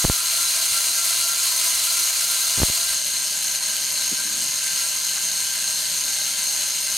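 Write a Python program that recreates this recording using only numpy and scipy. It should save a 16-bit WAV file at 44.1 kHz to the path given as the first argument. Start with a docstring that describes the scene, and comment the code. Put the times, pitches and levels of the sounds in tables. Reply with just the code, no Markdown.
"""Workshop: a vibrator ignition coil buzzes, firing a small spark gap that feeds a high-voltage coil.
An arc sizzles and sings from the coil top to a small lamp for 3 s; the gap then rasps on alone,
bar one brief restrike. Each stroke of the points breaks the air down in a cluster of snaps.
Two flurries of discharges enter the microphone's amplifier as clicks. Hands rub and nudge the
camera; low room noise lies underneath."""
import sys
import numpy as np
from scipy import signal
from scipy.fft import rfft, irfft
from scipy.io import wavfile
from scipy.ndimage import uniform_filter1d

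SR = 44100
rng = np.random.default_rng(int(sys.argv[2]) if len(sys.argv) > 2 else 0)


def wav_record(signal):
    """Record a signal, one row per channel, as 16-bit PCM in the file named by sys.argv[1]."""
    frames = np.transpose(np.atleast_2d(signal))
    bounded = np.clip(frames, -1, 1)
    # unit amplitude maps onto the largest positive 16-bit level
    quanta = np.round(bounded * 32767).astype(np.int16)
    wavfile.write(sys.argv[1], SR, quanta)


N = 307377

# broad spectra of gap snaps and arc snaps: f/Hz, relative level/dB
GAP_SPECTRUM = [(30, -33), (150, -22.5), (300, -14.5), (500, -19.5), (1200, -19.5), (2500, -5.5),
                (3600, -2), (5500, 0.67), (7500, 0.4), (10300, 1), (11300, -4), (13200, -2.5), (13800, -9),
                (15700, -21)]
ARC_SPECTRUM = [(30, -54), (150, -47), (300, -28.5), (500, -21.5), (1200, -19.5), (2500, -5.5),
                (3600, -2.5), (5500, -2), (7500, -0.1), (10500, 1.5), (11900, -4.5), (13100, -1.5),
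                (14000, -9), (15700, -18)]
# electrode, coil box and bench resonances excited by each: f/Hz, width/Hz, lift/dB
GAP_MODES = [(617, 121, 14.9), (818, 69, 13.5), (993, 93, 14.3), (1064, 42, 9.5), (1244, 80, 9.9),
             (1387, 93, 10.1), (1571, 120, 19.2), (1755, 80, 6.8), (2068, 160, 9.8), (2274, 67, 6.1),
             (2404, 29, 6.7), (2569, 57, 5.0), (2740, 75, 9.2), (2966, 110, 8.0), (3158, 39, 4.7),
             (3889, 97, 2.8), (4190, 340, 10.6), (4466, 153, 5.4), (4725, 78, 5.7), (5363, 28, 6.0),
             (6191, 160, 7.1), (6428, 190, 12.3), (6618, 85, 10.0), (6785, 57, 7.3), (7070, 33, 4.8),
             (7428, 240, 2.5), (8475, 72, 8.4), (8628, 240, 6.4), (9655, 70, 4.7), (13242, 48, 9.0)]
ARC_MODES = [(335, 45, 19.5), (675, 63, 18.0), (1031, 120, 18.0), (1260, 103, 11.7), (1385, 73, 18.0),
             (2040, 140, 6.3), (2325, 53, 7.3), (2776, 47, 6.3), (2871, 20, 8.2), (4040, 166, 9.6),
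             (4295, 81, 9.4), (4660, 380, 5.2), (6028, 62, 6.5), (6530, 400, 6.7), (7194, 120, 0.6),
             (8596, 237, 7.2), (12770, 600, 1.8), (15481, 515, 8.2)]
# arcs to the lamp: strike t/s, out t/s, level/dB
ARC_BURNS = [(-.05, 2.98, -22.5), (4.75, 4.89, -25)]
# points catching well or faltering: centre t/s, length/s, level change/dB
POINT_SPUTTERS = [(0.089, 0.07, -2.5), (0.222, 0.24, -1.5), (.88, .06, 1), (.925, 0.045, -1.5),
                  (1.335, 0.22, -1.3), (1.66, 0.28, 0.5), (2.132, .06, -2.5), (2.266, .06, -2),
                  (3.553, 0.036, 2.8), (3.605, .07, -2.5), (4.303, 0.23, -0.4)]
# swells of the arc's singing: centre t/s, level/dB
SING_SWELLS = [(.12, -41), (.45, -38), (.79, -39), (1.05, -40), (1.28, -36), (4.82, -52)]
# resonances of the singing arc and of the humming coil box: f/Hz, width/Hz, lift/dB
SING_MODE = [(1379.6, 56, 45.5)]
BOX_MODES = [(171, 73, 27), (249.4, 63, 31.5)]
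# dull knock driving those resonances: f/Hz, relative level/dB
DRIVE_SPECTRUM = [(30, 0), (600, 3), (15000, -26)]
# room decay: f/Hz, T60/s
ROOM_DECAY = [(200, 0.23), (2000, 0.43), (6000, 0.7), (15000, 0.066)]
# left-right likeness of reflections: f/Hz, correlation/1
ROOM_COHERENCE = [(100, 0.27), (700, 0.63), (2500, 0.61), (4500, 0.77), (9000, 0.88), (15000, 0.62)]
# stereo tilt: f/Hz, left minus right level/dB
ROOM_BALANCE = [(200, 0.5), (700, 0.5), (1400, -1.1), (2500, 0.5), (4500, -0.3), (9000, -0.3), (13000, 1)]
# room murmur: f/Hz, relative level/dB
MURMUR_SPECTRUM = [(10, -1.5), (30, 2), (60, -2), (120, -3), (165, -8), (200, -12), (240, -7), (300, -23),
                   (600, -29), (3000, -50)]
# discharges picked up by the amplifier: t/s, step level/dB
DISCHARGES = [(0.0441, -10.5), (.0500, -4.5), (.0834, -22), (.0988, -5.5), (2.5770, -20), (2.585, -18),
              (2.5968, -23), (2.602, -14), (2.6180, -10), (2.6213, -11.5), (2.6330, -4), (2.6858, -27),
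              (2.6992, -19.5)]
# hand knocks, rubs and ticks on camera and probe: t/s, level/dB, length/s, f/Hz
HAND_CONTACTS = [(.68, -53, 0.08, 110), (1.73, -54, 0.069, 42), (2.78, -55, .2, 44.8),
                 (4.017, -54, .09, 50), (4.112, -35, 0.014, 250), (4.122, -36, 0.0215, 255),
                 (4.113, -48.5, 0.48, 244), (5.165, -35.5, 0.024, 1850)]

GAP_DB, GAP_SAG_DB = -23.5, -1.2  # a lit arc draws power from the gap
ARC_RISE_S, ARC_FALL_S, THIN_S, THIN_DB = 0.04, 0.053, 0.67, -3
CORONA_DB = -36  # faint sizzle, arc lit or not
SING_SWELL_S, SING_STEADY_DB = 0.23, -63
EDGE_HZ, TAPS = 15900, 8192


def amp(db):
    """dB to gain."""
    return 10 ** (np.asarray(db) / 20)


def unit_rms(x):
    """Scale to rms 1."""
    return x / np.sqrt(np.mean(x ** 2) + 1e-20)


def lookup(table, hz):
    """Interpolate a table over log frequency."""
    table_hz, value = np.transpose(table)
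    return np.interp(np.log(hz + 1), np.log(table_hz), value)


def wander(top_hz):
    """Random drift, rms 1, from a few Hz to top_hz."""
    hz = np.fft.rfftfreq(N, 1 / SR)
    band = hz ** 2 / (hz ** 2 + 30) / (1 + (hz / top_hz) ** 2)
    return unit_rms(irfft(rfft(rng.standard_normal(N)) * band, N))


def swell(centre_s, length_s):
    """Raised-cosine bump, peak 1."""
    return np.cos(np.pi * np.clip((np.arange(N) / SR - centre_s) / length_s, -.5, .5)) ** 2


def colour(x, spectrum, modes=()):
    """Minimum-phase filter: broad spectrum plus resonances."""
    hz = np.fft.rfftfreq(TAPS, 1 / SR)
    peaks_db = sum(db / (1 + (2 * (hz - mode_hz) / width_hz) ** 2) for mode_hz, width_hz, db in modes)
    db = lookup(spectrum, hz) + peaks_db
    log_gain = np.log(amp(np.r_[db, db[-2:0:-1]]))
    response = np.fft.ifft(np.exp(np.conj(signal.hilbert(log_gain)))).real[:TAPS // 2]
    return signal.oaconvolve(np.atleast_2d(x), response[None], axes=1)[:, :N]


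def vibrator_points(rate_hz=146, drift=.13, chatter=.13):
    """Opening times/s of the points: a springy reed, uneven from stroke to stroke."""
    cycles = np.cumsum(rate_hz * (1 + drift * wander(14))) / SR
    slip = rng.standard_normal(N)
    opens = np.flatnonzero(np.diff(np.floor(cycles), prepend=-1) > 0)
    return opens / SR + chatter * slip[:len(opens)] / rate_hz


def sparks(strokes_s, scatter_s, stroke_db, spread_db, fizz_share, fizz_s, count):
    """Air breaks down several times as each stroke's voltage swells and sinks; fizz wraps each snap."""
    lag, size, strength = np.clip(rng.standard_normal((3, TAPS, count))[:, :len(strokes_s)], -2, 2)
    snap_s = strokes_s[:, None] + scatter_s * lag
    heights = amp(spread_db * size + stroke_db * strength[:, :1])
    snaps = np.bincount((snap_s * SR).astype(int).ravel() % N, heights.ravel(), N)
    window = np.exp(-(np.arange(-TAPS // 16, TAPS // 16) / SR / fizz_s) ** 2)
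    fizz = np.sqrt(abs(signal.oaconvolve(snaps ** 2, window, "same"))) * rng.standard_normal(N)
    return np.sqrt(1 - fizz_share) * unit_rms(snaps - snaps.mean()) + np.sqrt(fizz_share) * unit_rms(fizz)


def arc_power():
    """Each arc strikes fast, burns, thins and goes out."""
    t, power = np.arange(N) / SR, np.zeros(N)
    for strike_s, out_s, db in ARC_BURNS:
        burning = np.clip((t - strike_s) / ARC_RISE_S, 0, 1) * np.clip((out_s - t) / ARC_FALL_S, 0, 1)
        thinning = np.clip(1 - (out_s - t) / THIN_S, 0, 1)
        power += burning * amp(db + THIN_DB * thinning) ** 2
    return power


def arc_singing(arc, lit):
    """Arc snaps drive one resonance: swells over a faint steady ring."""
    swells = sum(amp(db) * swell(centre_s, SING_SWELL_S) for centre_s, db in SING_SWELLS)
    return (amp(SING_STEADY_DB) * lit + swells) * unit_rms(colour(arc, DRIVE_SPECTRUM, SING_MODE))


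def box_hum(gap, gap_share, full_db=-57):
    """The points shake the coil box; hum follows the gap's share of the power."""
    return amp(full_db) * gap_share * unit_rms(colour(gap, DRIVE_SPECTRUM, BOX_MODES))


def room_response(near_db=-3, near_decay_s=0.007, tail_db=-1):
    """Direct sound, quick bench reflections, short tail of a cluttered room."""
    hz, t, (left, other) = signal.stft(rng.standard_normal((2, SR // 2)), SR, nperseg=256)
    coherence = np.clip(lookup(ROOM_COHERENCE, hz), 0, 1)[:, None]
    pair = np.array([left, coherence * left + np.sqrt(1 - coherence ** 2) * other])
    decay = np.exp(-np.log(1000) * t / lookup(ROOM_DECAY, hz)[:, None])
    tail = signal.istft(pair * decay, SR, nperseg=256)[1]
    near = signal.istft(pair, SR, nperseg=256)[1][:, SR // 4:]
    t = np.arange(tail.shape[1]) / SR
    near_t = t[:near.shape[1]]
    tail *= np.clip(t / 0.008 - 1, 0, 1)
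    near *= np.exp(-near_t / near_decay_s) * (near_t > .0005)
    response = amp(tail_db) * tail / np.linalg.norm(tail[0])
    response[:, :len(near_t)] += amp(near_db) * near / np.linalg.norm(near[0])
    response[:, 0] += 1
    return response


def workshop(x):
    """Short reverberation, equalised flat so spark resonances stay clear; treble keeps a fine ripple."""
    response = room_response()
    transfer, hz = rfft(response), np.fft.rfftfreq(response.shape[1], 1 / SR)
    power = (abs(transfer) ** 2).mean(0)
    ripple = lookup([(1800, 0.33), (6000, 0.62)], hz)
    transfer /= np.sqrt((1 - ripple) * uniform_filter1d(power, 11) + ripple * uniform_filter1d(power, 121))
    transfer *= amp(lookup(ROOM_BALANCE, hz) * np.array([[.5], [-.5]]))
    # circular convolution: the room is already sounding at t = 0
    return irfft(rfft(x, N) * rfft(irfft(transfer)[:, :SR // 4], N), N)


def moving_path(x, depth_db=0.7):
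    """The spark path moves, so each band flares and fades on its own."""
    bands = signal.stft(x, SR, nperseg=256)[2]
    flares = uniform_filter1d(rng.standard_normal(bands.shape[1:]), size=9, axis=0)
    flares = uniform_filter1d(flares, size=12, axis=1)
    flares -= uniform_filter1d(flares, size=45, axis=0)  # flares cancel across frequency
    return signal.istft(bands * amp(depth_db * unit_rms(flares)), SR, nperseg=256)[1][:, :N]


def ignition_coil(gap_flutter_db=0.5, arc_flutter_db=1.0):
    """The points fire gap and arc together; both sputter as the air heats and clears."""
    strokes_s = vibrator_points()
    gap = sparks(strokes_s, scatter_s=.001, stroke_db=.4, spread_db=2,
                 fizz_share=.63, fizz_s=.0017, count=6)
    arc = sparks(strokes_s, scatter_s=.0025, stroke_db=.6, spread_db=2,
                 fizz_share=.42, fizz_s=.0013, count=9)
    burn_power = arc_power()
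    lit = burn_power / burn_power.max()
    gap_power = amp(GAP_DB + GAP_SAG_DB * lit) ** 2
    power = gap_power + burn_power + amp(CORONA_DB) ** 2
    gap_share = gap_power / power
    sputter = amp(sum(db * swell(centre_s, length_s) for centre_s, length_s, db in POINT_SPUTTERS))
    rasp = workshop(colour(gap * amp(gap_flutter_db * wander(30)), GAP_SPECTRUM, GAP_MODES))
    sizzle = workshop(colour(arc * amp(arc_flutter_db * wander(34)), ARC_SPECTRUM, ARC_MODES))
    rasp = np.sqrt(gap_share) * unit_rms(rasp) * amp([[.45], [-.45]])
    sizzle = np.sqrt(1 - gap_share) * unit_rms(sizzle) * amp([[.15], [-.15]])
    buzz = unit_rms(moving_path(rasp + sizzle)) * np.sqrt(power) * sputter
    return buzz + arc_singing(arc, lit) + box_hum(gap, gap_share)


def room_murmur(level_db=-57, stereo_spread=1.3):
    """Low room noise, partly common to both channels."""
    noise = rng.standard_normal(N) + stereo_spread * rng.standard_normal((2, N))
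    return amp(level_db) * unit_rms(colour(noise, MURMUR_SPECTRUM))


def amplifier_clicks(corner_hz=52, damping=0.88, coupling_hz=20, top_hz=3800):
    """Each discharge is a voltage step; the amplifier's bass cut leaves a spike and slow undershoot."""
    at_s, db = np.transpose(DISCHARGES)
    steps = np.cumsum(np.bincount(np.round(at_s * SR).astype(int), amp(db), N))
    omega = 2 * np.pi * corner_hz
    bass_cut = signal.bilinear([1, 0, 0], [1, 2 * damping * omega, omega ** 2], SR)
    spikes = signal.lfilter(*bass_cut, steps)
    spikes = signal.lfilter(*signal.butter(1, coupling_hz, "high", fs=SR), spikes)
    return amp([[-.2], [.2]]) * signal.lfilter(*signal.butter(1, top_hz, fs=SR), spikes)


def handling():
    """Dull rubs and knocks carried through the camera body, plus a light tick."""
    t, out = np.arange(N) / SR, np.zeros(N)
    for start_s, db, length_s, hz in HAND_CONTACTS:
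        band = signal.butter(2, [hz * 0.59, hz * 1.32], "band", fs=SR, output="sos")
        body = unit_rms(signal.sosfilt(band, rng.standard_normal(N)))
        out += amp(db) * np.sin(np.pi * np.clip((t - start_s) / length_s, 0, 1)) * body
    return out


def scene():
    """Sparks, electrical clicks, handling, room noise."""
    return ignition_coil() + amplifier_clicks() + handling() + room_murmur()


def record(dry):
    """Steep low-pass at EDGE_HZ."""
    low_pass = signal.firwin(511, EDGE_HZ, window=("kaiser", 9), fs=SR)
    return signal.oaconvolve(dry, low_pass[None], "same")


dry = scene()
out = record(dry)
wav_record(out)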